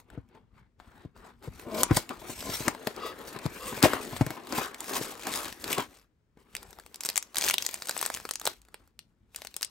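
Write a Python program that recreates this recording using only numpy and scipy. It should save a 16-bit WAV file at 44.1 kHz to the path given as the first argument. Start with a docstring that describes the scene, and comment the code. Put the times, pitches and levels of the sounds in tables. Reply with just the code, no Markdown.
"""Quiet room with a hum and a low house drone; two microphone ports close to a cardboard box.
Hands turn the box, pull its glued flap open, shake foil pouches out onto a table and finger one of them.
Card rub is shaped noise, creak a train of slips through wall resonances, knocks are struck damped modes.
Foil creases are short ringing bursts, single and in showers over a film hiss; grip is low rumble.
The near sounds also feed a short decaying room tail."""
import sys
import numpy as np
from scipy import signal
from scipy.fft import rfft, irfft, next_fast_len
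from scipy.io import wavfile
from scipy.ndimage import uniform_filter1d, map_coordinates

SR = 44100
rng = np.random.default_rng(int(sys.argv[2]) if len(sys.argv) > 2 else 0)


def file_out(sig):
    """Save sig as 16-bit WAV at sys.argv[1]."""
    # one column per channel
    cols = np.atleast_2d(sig).T
    # limit, then scale
    lim = np.clip(cols, -1, 1)
    pcm = np.round(lim * 32767).astype(np.int16)
    wavfile.write(sys.argv[1], SR, pcm)


def voltage_ratio(decibels):
    """Convert decibels (scalar or array-like) to amplitude ratios, 20 dB per decade."""
    exponent = np.asarray(decibels, float) / 20
    return 10 ** exponent


N = 427769

# room hum spectrum, relative: f/Hz, level/dB per Hz
HUM_SPECTRUM = [(15, -32), (25, -2), (65, 0), (148, -4), (245, -10), (314, -8), (719, -23), (1770, -26),
                (3320, -33), (8000, -39), (10000, -44), (13000, -75), (22000, -120)]
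# left-right likeness of the hum: f/Hz, likeness
HUM_ALIKE = [(60, 0.63), (240, 1), (950, 0.17), (3770, 0.27), (15000, 0.09)]
# low drone in the house, relative: f/Hz, level/dB per Hz
DRONE_SPECTRUM = [(35, -37), (45, -0.5), (52, 18), (62, -10), (80, -39)]
# left-right likeness of handling noise and drone: f/Hz, likeness
HANDLING_ALIKE = [(100, 0.96), (600, 0.77), (2000, 0.47), (7000, 0.69), (10000, 1)]
# separate hand movements: loudest t/s, card rub/dB, foil rustle/dB, rise/s, fall/s (rub over 20 dB)
MOVES = [(0.0, -58, -58, .05, 0.048), (0.138, -54.5, -69, 0.099, 0.1), (.369, -63, -78, 0.22, 0.12),
         (.589, -60, -72, 0.088, 0.083), (1.6, -54, -50.5, 0.2, 0.12), (1.676, -43, -65.5, 0.053, 0.45),
         (1.76, -35, -41.5, 0.082, 0.24), (1.82, -34.5, -33, 0.18, 0.046), (1.915, -38, -54, 0.038, 0.067),
         (1.968, -45.5, -24.5, 0.067, 0.073), (2.105, -39, -55, 0.015, 0.1),
         (2.287, -46.5, -45.5, 0.17, 0.17), (2.479, -40, -68, 0.067, 0.1),
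         (2.602, -50.5, -33.5, 0.56, 0.16), (2.674, -37, -42.5, 0.067, 0.16),
         (2.878, -49, -43.5, 0.13, 0.15), (3.06, -34, -43.5, 0.15, 0.15), (3.268, -46.5, -45.5, 0.28, 0.25),
         (3.458, -43.5, -51.5, .4, 0.21), (3.658, -40, -40, 0.25, 0.99), (3.84, -18.5, -19, 0.022, 0.07),
         (3.94, -31, -42.5, .1, 0.085), (4.125, -45.5, -41.5, 0.38, 0.23),
         (4.216, -42.5, -39.5, 0.055, 0.03), (4.322, -44.5, -52, .2, 0.4), (4.592, -29, -28, 0.11, 0.12),
         (4.96, -37, -32, 0.25, 0.26), (5.285, -37.5, -41, 0.078, 0.1), (5.363, -45.5, -34.5, 0.35, 0.294),
         (5.468, -41.5, -40.5, .3, 0.092), (5.722, -37.5, -30.5, 0.16, 0.14),
         (5.797, -30, -36, 0.043, 0.062), (6.39, -67, -68.5, 0.051, .25), (6.57, -59, -54, 0.13, 0.71),
         (7.074, -53, -46.5, 0.15, 0.32), (7.378, -48.5, -35.5, .03, 0.17), (7.46, -50, -28.5, 0.082, 0.15),
         (7.661, -60, -42.5, .4, 0.42), (8.047, -54, -40.5, 0.64, 0.45), (8.474, -47.5, -38.5, 0.077, 0.1),
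         (8.801, -69, -71, .4, 0.19), (9.01, -77, -79.5, 0.064, .3), (9.379, -65.5, -51, 0.072, 0.2),
         (9.62, -63, -58.5, 0.35, 0.35)]
# steady slides of hand or pouch over card: start t/s, end t/s, card rub/dB, foil rustle/dB
SLIDES = [(0.798, 1.041, -58.5, -69.5), (1.163, 1.3, -54, -64), (1.435, 1.447, -48.5, -52.5),
          (5.883, 6.012, -64.5, -61.5)]
# rubbed card spectrum, relative: f/Hz, level/dB per Hz
CARD_SPECTRUM = [(71, -38), (120, -16.5), (256, -2), (369, -0.5), (435, -2), (608, -7), (1030, -4),
                 (2240, -13), (4500, -23), (5850, -37.5), (9900, -120)]
# grip on the packet: t/s, rumble/dB while the card rubs at RUB_DB
GRASP = [(0, -56), (1.3, -56.5), (1.5, -50), (1.75, -63), (1.93, -45.5), (2.1, -60.5), (2.5, -47.5),
         (2.8, -62.5), (3.9, -56.5), (4.21, -46), (4.4, -73.5), (5.8, -58.5), (6.1, -71), (6.6, -57),
         (7.4, -71), (8.1, -61), (8.6, -60), (9.0, -57.5), (9.7, -63.5)]
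# grip rumble spectrum, relative: f/Hz, level/dB per Hz
GRIP_SPECTRUM = [(15, -55.5), (25, 2.5), (96, -2.5), (146, -10), (216, -5), (250, -4.5), (320, -30.5),
                 (550, -120)]
# foil spectrum, relative: f/Hz, level/dB per Hz
FOIL_SPECTRUM = [(500, -2.5), (1200, -4.5), (2500, 1), (5000, -2), (8500, -0.5), (11000, -0.5),
                 (13000, -1.5), (15500, -6)]
# single creases in the rustle: t/s, power share 0-1
CREASE_SHARE = [(0, 0.8), (2.3, 0.21), (2.9, 0.17), (4.6, 0.53), (6.3, 0.68), (6.9, 0.5)]
# glue giving way, card and pouches flipping: t/s, crack peak/dB, ring f/Hz, body/dB re crack peak
RIPS = [(.1015, -47, 1980, 5), (.2884, -57, 1900, -20), (.55, -70, 2500, -21), (.8002, -55, 1520, 19.5),
        (1.1633, -62, 1550, 17), (1.4258, -44, 2060, 0), (1.5958, -31.5, 2220, -10),
        (1.8328, -2.5, 8600, -14), (1.9108, -32.5, 1200, 11), (1.9696, -7.5, 7820, -15.5),
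        (2.0918, -22.5, 2620, -31), (2.4053, -26, 4700, -32), (2.4262, -32, 1610, 0),
        (2.6806, -13.5, 7500, 3.5), (2.7486, -35.5, 2840, 5), (2.8714, -14.5, 1870, -4.5),
        (2.9632, -32.5, 4540, -17), (3.2234, -48, 1940, -6), (3.363, -39, 3010, 8),
        (3.3887, -31, 1710, -15), (3.462, -23.5, 1690, -0.5), (3.8271, -6.5, 1475, -13),
        (3.9338, -20, 1730, 5), (4.0507, -30, 6330, -10), (4.1649, -26.5, 1627, 2),
        (4.2644, -22.5, 1690, -21.5), (4.3051, -25, 1710, -7), (4.471, -32, 2220, -4.5),
        (4.5237, -22, 5210, -1), (4.587, -20, 2270, -25), (4.7444, -27.5, 1980, -26),
        (4.805, -19, 7900, -28), (4.8426, -26, 1560, -22), (4.8938, -23, 1490, -7), (5.094, -33, 1800, -61),
        (5.2338, -28, 1770, -20), (5.2694, -15.5, 1710, -12), (5.3384, -20, 2140, -24),
        (5.457, -24, 1720, -25), (5.5256, -26, 1820, -23), (5.6411, -21, 4060, -17),
        (5.7286, -13.5, 2480, -38), (5.7814, -16.5, 1850, -8)]
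# blows on box and table: t/s, thud peak/dB, pitch f/Hz, rattle drive/dB re thud, hollow drive/dB re wall
KNOCKS = [(0.176, -28.5, 276, -11, -1.5), (0.348, -46, 244, 12.5, -13), (1.05, -32.5, 294, -4, 4),
          (1.475, -28, 292, -1, 5), (1.665, -35, 248, -2, -17.5), (1.909, -9, 277, 2, 0.5),
          (1.968, -18, 296, 15.5, -7.5), (2.102, -31.5, 230, 14, -14.5), (2.216, -44.5, 290, 22, -12.5),
          (2.294, -36, 220, 17.5, -0.5), (2.49, -33, 250, 10, 2.5), (2.605, -29.5, 302, 10, -8.5),
          (2.677, -19, 281, 5, -28.5), (2.869, -35.5, 314, 29, -8.5), (3.36, -34, 238, 10, -10),
          (3.455, -21, 299, -6.5, -2.5), (3.724, -33.5, 400, 19.5, -10.5), (3.775, -30.5, 466, 20, -12.5),
          (3.836, -16, 260, 23, -11), (3.851, -16.5, 483, 21.5, -4), (4.125, -35.5, 216, 18.5, 3),
          (4.209, -13.5, 270, 10, -2), (4.263, -30, 250, 15.5, -0.5), (4.303, -31.5, 247.7, 19, -6.5),
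          (4.526, -40.5, 314, 29.5, -8.5), (4.582, -23.5, 416, 19.5, -14.5), (4.937, -38.5, 371, 19.5, -13),
          (5.012, -23, 447, 4, -15), (5.271, -45.5, 417, 32.5, -11.5), (5.663, -33.5, 343, 10, -12),
          (5.783, -27, 317, 19.5, -10), (6.371, -48.5, 327, 11, -14)]
# closed box walls: f/Hz, width/Hz, level/dB
BOX_MODES = [(256, 130, -0.5), (625, 56, 2), (770, 17, -7), (1043, 30, 1.5), (1456, 17, -15.5),
             (2214, 9, -6), (2390, 13, -18), (2840, 46, -21)]
# box with its flap lifted: f/Hz, width/Hz, level/dB
FLAP_MODES = [(287, 43, -5), (474, 33, 6), (1160, 54, 5), (1270, 13, 6.5), (1950, 20, -3), (2750, 93, -7),
              (3450, 65, -8.5), (3820, 130, -15.5), (4740, 360, -15)]
# card sticking and slipping: start t/s, end t/s, slip rate/(1/s) at start, middle, end
CREAKS = [(1.65, 1.83, 245, 202, 255), (2.375, 2.52, 90, 68, 66), (3.0, 3.12, 345, 343, 340),
          (3.6, 3.72, 530, 515, 485)]
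# clearest foil creases snapping: t/s, crack peak/dB, ring f/Hz, body/dB re crack peak
SNAPS = [(6.5511, -16, 2170, -25.5), (6.566, -20, 4490, -30), (6.6293, -32.5, 1210, -8),
         (6.6912, -53, 8330, -32), (6.7074, -35.5, 8400, -31), (6.729, -38, 1500, -7),
         (6.787, -40, 1600, 3.5), (6.798, -34.5, 1690, -9), (6.8627, -35, 1580, -13),
         (6.9436, -27, 5190, -22), (6.958, -26, 7640, -40), (7.0068, -20, 7390, -45),
         (7.0294, -37, 4970, -25), (7.0347, -21.5, 5610, -36), (7.0495, -16, 7230, -19),
         (7.0576, -17, 6650, -33), (7.0626, -19, 7930, -24), (7.0888, -10, 4300, -30.5),
         (7.0994, -15.5, 3480, -27), (7.1578, -14, 6640, -24), (7.1666, -16, 8660, -29),
         (7.1766, -4.5, 6740, -32), (7.2259, -24.5, 6320, -30), (7.3452, -25.5, 4250, -8.5),
         (7.3567, -18, 2160, -40), (7.3682, -14.5, 4300, -47), (7.3766, -23, 8420, -23),
         (7.3834, -8, 8390, -34), (7.399, -32.5, 7840, -23.5), (7.4107, -13, 6060, -19.5),
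         (7.4191, -13.5, 2540, -24.5), (7.4229, -14, 4370, -15), (7.4327, -17, 4170, -24),
         (7.4395, -13, 3910, -19), (7.4455, -13, 6500, -31), (7.464, -15, 3050, -25),
         (7.4784, -15, 1740, -33.5), (7.4848, -10, 3660, -39), (7.4894, -10.5, 6520, -24),
         (7.4983, -10, 1470, -31), (7.5093, -7.5, 2070, -39), (7.537, -18, 4240, -22),
         (7.5407, -7.5, 3450, -21), (7.5817, -8.5, 4220, -57), (7.6233, -14, 4820, -35),
         (7.65, -21, 4290, -35.5), (7.664, -8.5, 7910, -32.5), (7.683, -30, 6420, -15),
         (7.6894, -23, 2530, -14), (7.7112, -24, 6860, -38), (7.7417, -16, 7850, -20.5),
         (7.8214, -18.5, 4880, -13.5), (7.8564, -29, 7610, -15.5), (7.871, -23, 8730, -28),
         (7.8856, -18.5, 5060, -21), (7.894, -10, 3970, -9.5), (7.9098, -16, 4830, -19),
         (7.9658, -19, 2770, -8), (7.977, -17, 8050, -25), (7.9905, -21, 4290, -38),
         (8.013, -11, 9000, -22), (8.0269, -14, 1460, -13.5), (8.0524, -17, 4290, -13),
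         (8.0617, -10.5, 8320, -18), (8.0754, -30, 1860, -15), (8.101, -16.5, 1230, -4.5),
         (8.1405, -17, 5930, -33.5), (8.1476, -19.5, 8020, -19), (8.1628, -27, 2140, -20),
         (8.1715, -22, 2110, -15), (8.2003, -27.5, 2680, -9), (8.2519, -24.5, 4380, -0.5),
         (8.2899, -21.5, 1197, -14.5), (8.3097, -11.5, 8500, -17.5), (8.336, -23, 7510, -34.5),
         (8.3559, -17.5, 5800, -21), (8.3972, -25, 7190, -31.5), (8.414, -27.5, 1480, -6),
         (8.4442, -36, 1210, -12.5), (8.4536, -11.5, 7930, -15.5), (8.4668, -10, 4060, -19),
         (8.4737, -7.5, 1180, -9), (8.617, -40.5, 7660, -40), (8.6502, -46.5, 2480, -18.5),
         (8.685, -46, 1467, -1), (8.743, -26, 2730, -8), (8.8752, -50, 1240, -9),
         (8.9909, -25.5, 3810, -24), (9.3465, -32.5, 2710, -14), (9.3605, -19, 7760, -42),
         (9.419, -24.5, 3540, -12), (9.4489, -24.5, 2800, -11), (9.4705, -24, 4420, -32),
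         (9.5414, -27, 4090, -41), (9.5647, -17.5, 8240, -28), (9.6106, -26, 3570, -15),
         (9.62, -19.5, 8400, -23), (9.6285, -13, 5260, -43), (9.647, -20.5, 8400, -36)]
# room decay: f/Hz, t60/s
ROOM_T60 = [(150, 0.12), (1000, 0.089), (5000, 0.18), (15000, 0.0085)]
# microphone band edges: f/Hz, level/dB
MIC_BAND = [(22, -14), (45, 0), (15700, 0), (16000, -9), (16550, -20), (16750, -55)]
# port level difference: f/Hz, left-right level/dB
PORT_TILT = [(60, 2.5), (180, 4.5), (550, 4.5), (1650, 3.5), (4970, 4.5), (15000, -2)]
# phase by which the left port leads: f/Hz, phase/rad
PORT_LEAD = [(0, 0), (3100, .8), (8200, .4), (10200, -np.pi), (13700, -3 * np.pi), (15400, -4 * np.pi)]

HUM_DB, DRONE_DB = -72.5, -75
SLIDE_RISE_S, SLIDE_FALL_S = 0.022, 0.072  # rub, over 20 dB
FOIL_SWING = 1.4  # dB of rustle swell per dB of rub swell
RUB_FLUTTER_DB, RUB_PATCHY_DB = 2.0, 3.0
TAPS_DB, TAP_CYCLES = -2, 4  # re rub, before random spread; cycles per 30 dB of decay
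RUB_DB, GRASP_FOLLOWS = -47, .3  # reference rub; dB of rumble per dB of rub
RIP_T60_S, SNAP_T60_S = 0.0037, .003  # main burst; snaps spread about theirs
PRESS_ROUGH, PRESS_CYCLES = .5, 0.92  # force unevenness; press length in wall swings
HOLLOW_HZ, HOLLOW_WIDTH_HZ, HOLLOW_LAG_S = 129, 130, .006  # box air, answering late
CREAK_SHARE, CREAK_FADE_S = .8, .015  # rub power turned to creak, before the creak gain
OPEN_S = 2.9  # flap free: creak rings FLAP_MODES from here on
ROOM_DB = -14


def unit(x):
    """Scales to rms 1."""
    return x / np.sqrt(np.mean(x ** 2) + 1e-20)


def along(points, hz):
    """Reads (f/Hz, value) points on a log frequency axis."""
    f, v = np.transpose(points)
    return np.interp(np.log(hz + 1), np.log(f + 1), v)


def curves(rows):
    """One value per sample for each column after the time."""
    s, *cols = np.transpose(rows)
    return [np.interp(np.arange(N) / SR, s, c) for c in cols]


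def wobble(rate_hz):
    """Smooth random curve, rate_hz knots a second."""
    knots = rng.standard_normal(int(N * rate_hz / SR) + 4)
    return map_coordinates(knots, [np.arange(N) * rate_hz / SR])


def filtered(x, response):
    """Applies a complex frequency response."""
    m = next_fast_len(N + 8192)
    return irfft(rfft(x, m) * response(np.fft.rfftfreq(m, 1 / SR)), m)[..., :N]


def mode(f, hz, width_hz):
    """One damped resonance, gain 1 at its peak."""
    return 1j * f * width_hz / (hz * hz - f * f + 1j * f * width_hz + 1e-9)


def walls(f, modes=BOX_MODES):
    """Wall resonances summed with alternating sign."""
    return sum((-1) ** k * voltage_ratio(db) * mode(f, hz, w) for k, (hz, w, db) in enumerate(modes))


def rush(spectrum, alike, flutter_db=0, patchy_db=0):
    """Stereo noise of rms 1: level flutters quickly, colour shifts in patches."""
    noise = rng.standard_normal((2, N)) * voltage_ratio(flutter_db * (wobble(35) + wobble(160)))
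    if patchy_db:
        z = signal.stft(noise, nperseg=512)[2]
        field = uniform_filter1d(rng.standard_normal(z.shape[1:]), size=4, axis=0)
        field = uniform_filter1d(field, size=16, axis=1)
        noise = signal.istft(z * voltage_ratio(patchy_db * unit(field)), nperseg=512)[1][:, :N]

    def mid_side(hz):
        turn = np.arccos(np.clip(along(alike, hz), -1, 1)) / 2
        return voltage_ratio(along(spectrum, hz)) * [np.cos(turn), np.sin(turn)]

    mid, side = filtered(noise, mid_side)
    return unit(np.array([mid + side, mid - side]))


def placed(s, shapes, pan_db):
    """Sums short sounds, one a row, at their times; pan_db is left over right."""
    at = (np.round(s * SR).astype(int)[:, None] + np.arange(shapes.shape[1])).ravel()
    ports = [shapes * voltage_ratio(side * pan_db / 2)[:, None] for side in (1, -1)]
    return np.array([np.bincount(at, x.ravel(), N + SR)[:N] for x in ports])


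def flips(s, db, ring_hz, body_db, t60_s, size=1024):
    """A sheet flips: burst and weaker settling ring the sheet and push the air under it."""
    t, f = np.arange(size) / SR, np.fft.rfftfreq(size, 1 / SR)
    noise = rng.standard_normal((len(s), size + 1))
    life = np.clip(t60_s, .001, .1)[:, None]
    fade = voltage_ratio(-60 * t / life) + 0.35 * voltage_ratio(-60 * t / (7 * life))
    onset = 1 - np.exp(-t / (0.046 * life))
    burst = noise[:, 1:] * fade * onset * (1 - t / t[-1])
    peak = lambda x: x / np.abs(x).max(1, keepdims=True)
    ring = .55 + mode(f, ring_hz[:, None], .35 * ring_hz[:, None])
    sheet = voltage_ratio(along(FOIL_SPECTRUM, f)) * ring * mode(f, 5900, 36000)
    lag = np.exp(-2j * np.pi * f * .0003)
    crack = peak(irfft(rfft(burst) * sheet * lag))
    body = peak(irfft(rfft(burst) * mode(f, 630, 1600) ** 2))
    return placed(s, voltage_ratio(db)[:, None] * (crack + voltage_ratio(body_db)[:, None] * body), 3.3 * noise[:, 0])


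def hum():
    """Room hum: steady shaped noise."""
    return voltage_ratio(HUM_DB) * rush(HUM_SPECTRUM, HUM_ALIKE)


def drone():
    """House drone: low narrow noise, level wandering slowly."""
    return voltage_ratio(DRONE_DB + 2.5 * wobble(2.5)) * rush(DRONE_SPECTRUM, HANDLING_ALIKE)


def moves():
    """Rub, rustle and slide-free rub in dB: moves swell and die, slides hold; powers add."""
    t = np.arange(0, N + 256, 256) / SR
    rows = [(s, s, *rest) for s, *rest in MOVES]
    rows += [(*row, SLIDE_RISE_S, SLIDE_FALL_S) for row in SLIDES]
    start, end, card_db, foil_db, rise, fall = (c[:, None] for c in np.transpose(rows))
    down_db = 20 * np.maximum(np.maximum((start - t) / rise, (t - end) / fall), 0)

    def total(db):
        power = (voltage_ratio(db) ** 2).sum(0) + 1e-14
        return np.interp(np.arange(N) / SR, t, 10 * np.log10(power))

    rub_db = card_db - down_db
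    return total(rub_db), total(foil_db - FOIL_SWING * down_db), total(rub_db[:len(MOVES)])


def card_rub(card_db, creak_share):
    """Fingers rub card: patchy noise, slightly coloured by the walls, yielding to creak."""
    noise = rush(CARD_SPECTRUM, HANDLING_ALIKE, flutter_db=RUB_FLUTTER_DB, patchy_db=RUB_PATCHY_DB)
    rub = filtered(noise, lambda f: 1.8 + 0.07 * walls(f))
    return voltage_ratio(card_db) * np.sqrt(1 - creak_share) * unit(rub)


def taps(card_db):
    """Small contacts of card and pouches, each ringing a few cycles at its own pitch."""
    draw, t = rng.random((1200, 4)), np.arange(450) / SR
    s, hz = draw[:, 0] * (N / SR - .02), 280 * 9 ** draw[:, 1:2]
    size_db = np.minimum(-5 * np.log(draw[:, 2]), 12)
    db = card_db[(s * SR).astype(int)] + TAPS_DB + size_db
    ring = np.sin(2 * np.pi * hz * t) * voltage_ratio(-30 * hz * t / TAP_CYCLES) * (1 - t / t[-1])
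    return placed(s, voltage_ratio(db)[:, None] * ring, 8 * (draw[:, 3] - .5))


def grip(card_db):
    """Grip on the packet: fluttering low rumble that partly follows the rub."""
    grip_db = curves(GRASP)[0] + GRASP_FOLLOWS * (card_db - RUB_DB)
    return voltage_ratio(grip_db) * rush(GRIP_SPECTRUM, HANDLING_ALIKE, flutter_db=3.5)


def crinkle(rustle_db):
    """Small creases fire under the fingers, louder in clumps, over the hiss of sliding film."""
    share = np.clip(curves(CREASE_SHARE)[0], 0, 1)
    draw = rng.random((5000, 4))
    s = draw[:, 0] * (N / SR - .02)
    at = (s * SR).astype(int)
    size_db = np.minimum(-4 * np.log(draw[:, 1]) + 3 * wobble(25)[at], 14)
    ring_hz, t60_s = 1500 * 6 ** draw[:, 2], 0.0034 + .004 * draw[:, 3]
    shower = flips(s, rustle_db[at] + size_db, ring_hz, np.full(len(s), -11), t60_s, size=256)
    hiss = voltage_ratio(rustle_db) * rush(FOIL_SPECTRUM, HANDLING_ALIKE, flutter_db=3.0, patchy_db=4.0)
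    return np.sqrt(share) * shower + np.sqrt(1 - share) * hiss


def rips():
    """Glue lets go, card and pouches flip: single bursts of one decay time."""
    return flips(*np.transpose(RIPS), t60_s=np.full(len(RIPS), RIP_T60_S), size=2048)


def knocks():
    """Soft uneven blows swing the struck wall and the hollow, and rattle the other walls."""
    s, db, hz, rattle_db, hollow_db = (c[:, None] for c in np.transpose(KNOCKS))
    t = np.arange(4096) / SR
    f, u = np.fft.rfftfreq(len(t), 1 / SR), t * hz / PRESS_CYCLES
    noise = rng.standard_normal((len(s), 2, len(t)))
    uneven = uniform_filter1d(noise[:, 0], size=48, axis=1) * np.sqrt(48)
    force = u * np.exp(1 - 2.3 * u) * (1 + PRESS_ROUGH * uneven)
    hollow = mode(f, HOLLOW_HZ, HOLLOW_WIDTH_HZ) * np.exp(-2j * np.pi * f * HOLLOW_LAG_S)
    struck = mode(f, hz, 1.1 * hz) + voltage_ratio(hollow_db) * hollow
    thud = irfft(rfft(force) * struck * mode(f, 250, 730))
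    thud = voltage_ratio(db) * thud / np.abs(thud).max(1, keepdims=True)
    drive = noise[:, 1] * voltage_ratio(db + rattle_db) * u * np.exp(1 - 1.24 * u)
    centre = np.zeros(len(s))
    rattle = filtered(placed(s[:, 0], drive, centre), lambda f: walls(f) + .5 * mode(f, 700, 420))
    return placed(s[:, 0], thud, centre) + rattle


def creak_course():
    """Slip rate gliding through each creak, and creak share fading in and out."""
    rows = []
    for a, b, r0, r1, r2 in CREAKS:
        rows += [(a, r0), ((a + b) / 2, r1), (b, r2)]
    t = np.arange(N) / SR
    on = sum(np.clip(np.minimum(t - a, b - t) / CREAK_FADE_S + .5, 0, 1) for a, b, *_ in CREAKS)
    return curves(rows)[0], CREAK_SHARE * on


def creak(card_db, slip_hz, creak_share):
    """Strained card scrapes and slips in uneven jerks that ring the box walls."""
    count = np.floor(np.cumsum(slip_hz * (1 + .04 * wobble(90))) / SR)
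    jerks = np.diff(count, prepend=0) * voltage_ratio(1.5 * rng.standard_normal(N)) * np.sqrt(SR / slip_hz)
    scrape = jerks + .85 * rng.standard_normal(N)
    shut = unit(filtered(scrape, lambda f: walls(f, BOX_MODES)))
    lifted = unit(filtered(scrape, lambda f: walls(f, FLAP_MODES)))
    ringing = np.where(np.arange(N) < OPEN_S * SR, shut, lifted)
    return voltage_ratio(card_db) * 1.22 * np.sqrt(creak_share) * ringing


def foil_snaps():
    """Clear foil creases snap, each with its own decay time."""
    t60_s = SNAP_T60_S * voltage_ratio(2.5 * rng.standard_normal(len(SNAPS)))
    return flips(*np.transpose(SNAPS), t60_s=t60_s)


def room(x):
    """Noise tails, each frequency dying at its own speed; a new tail every third of a second."""
    out, step = np.zeros((2, N + SR)), SR // 3
    for start in range(0, N, step):
        hz, t, z = signal.stft(rng.standard_normal((2, SR // 4)), SR, nperseg=256)
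        decay = voltage_ratio(-60 * t / along(ROOM_T60, hz)[:, None])
        tail = signal.istft(z * decay, SR, nperseg=256)[1]
        tail = tail / np.linalg.norm(tail[0])
        answer = signal.fftconvolve(x[None, start:start + step], tail, axes=1)
        out[:, start + 90:][:, :answer.shape[1]] += answer  # 90 samples late
    return out[:, :N]


def scene():
    """Hands, box and foil close by, plus room tail, hum and drone."""
    card_db, rustle_db, jostle_db = moves()
    slip_hz, creak_share = creak_course()
    near = card_rub(card_db, creak_share) + (1 - creak_share) * taps(jostle_db)
    near = near + grip(card_db) + crinkle(rustle_db)
    near = near + rips() + knocks() + creak(card_db, slip_hz, creak_share) + foil_snaps()
    return near + voltage_ratio(ROOM_DB) * room(near.mean(0)) + hum() + drone()


def top_cut(x):
    """Nothing passes above the cut-off."""
    return signal.sosfilt(signal.butter(12, 17130, fs=SR, output="sos"), x)


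def record(dry):
    """Two ports differing in level and phase, within the microphone band."""
    def ports(f):
        phase = np.interp(f, *np.transpose(PORT_LEAD))
        half = voltage_ratio(along(PORT_TILT, f) / 2) * np.exp(.5j * phase)
        return voltage_ratio(along(MIC_BAND, f)) * np.array([half, 1 / half])

    return top_cut(filtered(dry, ports))


dry = scene()
out = record(dry)
file_out(out)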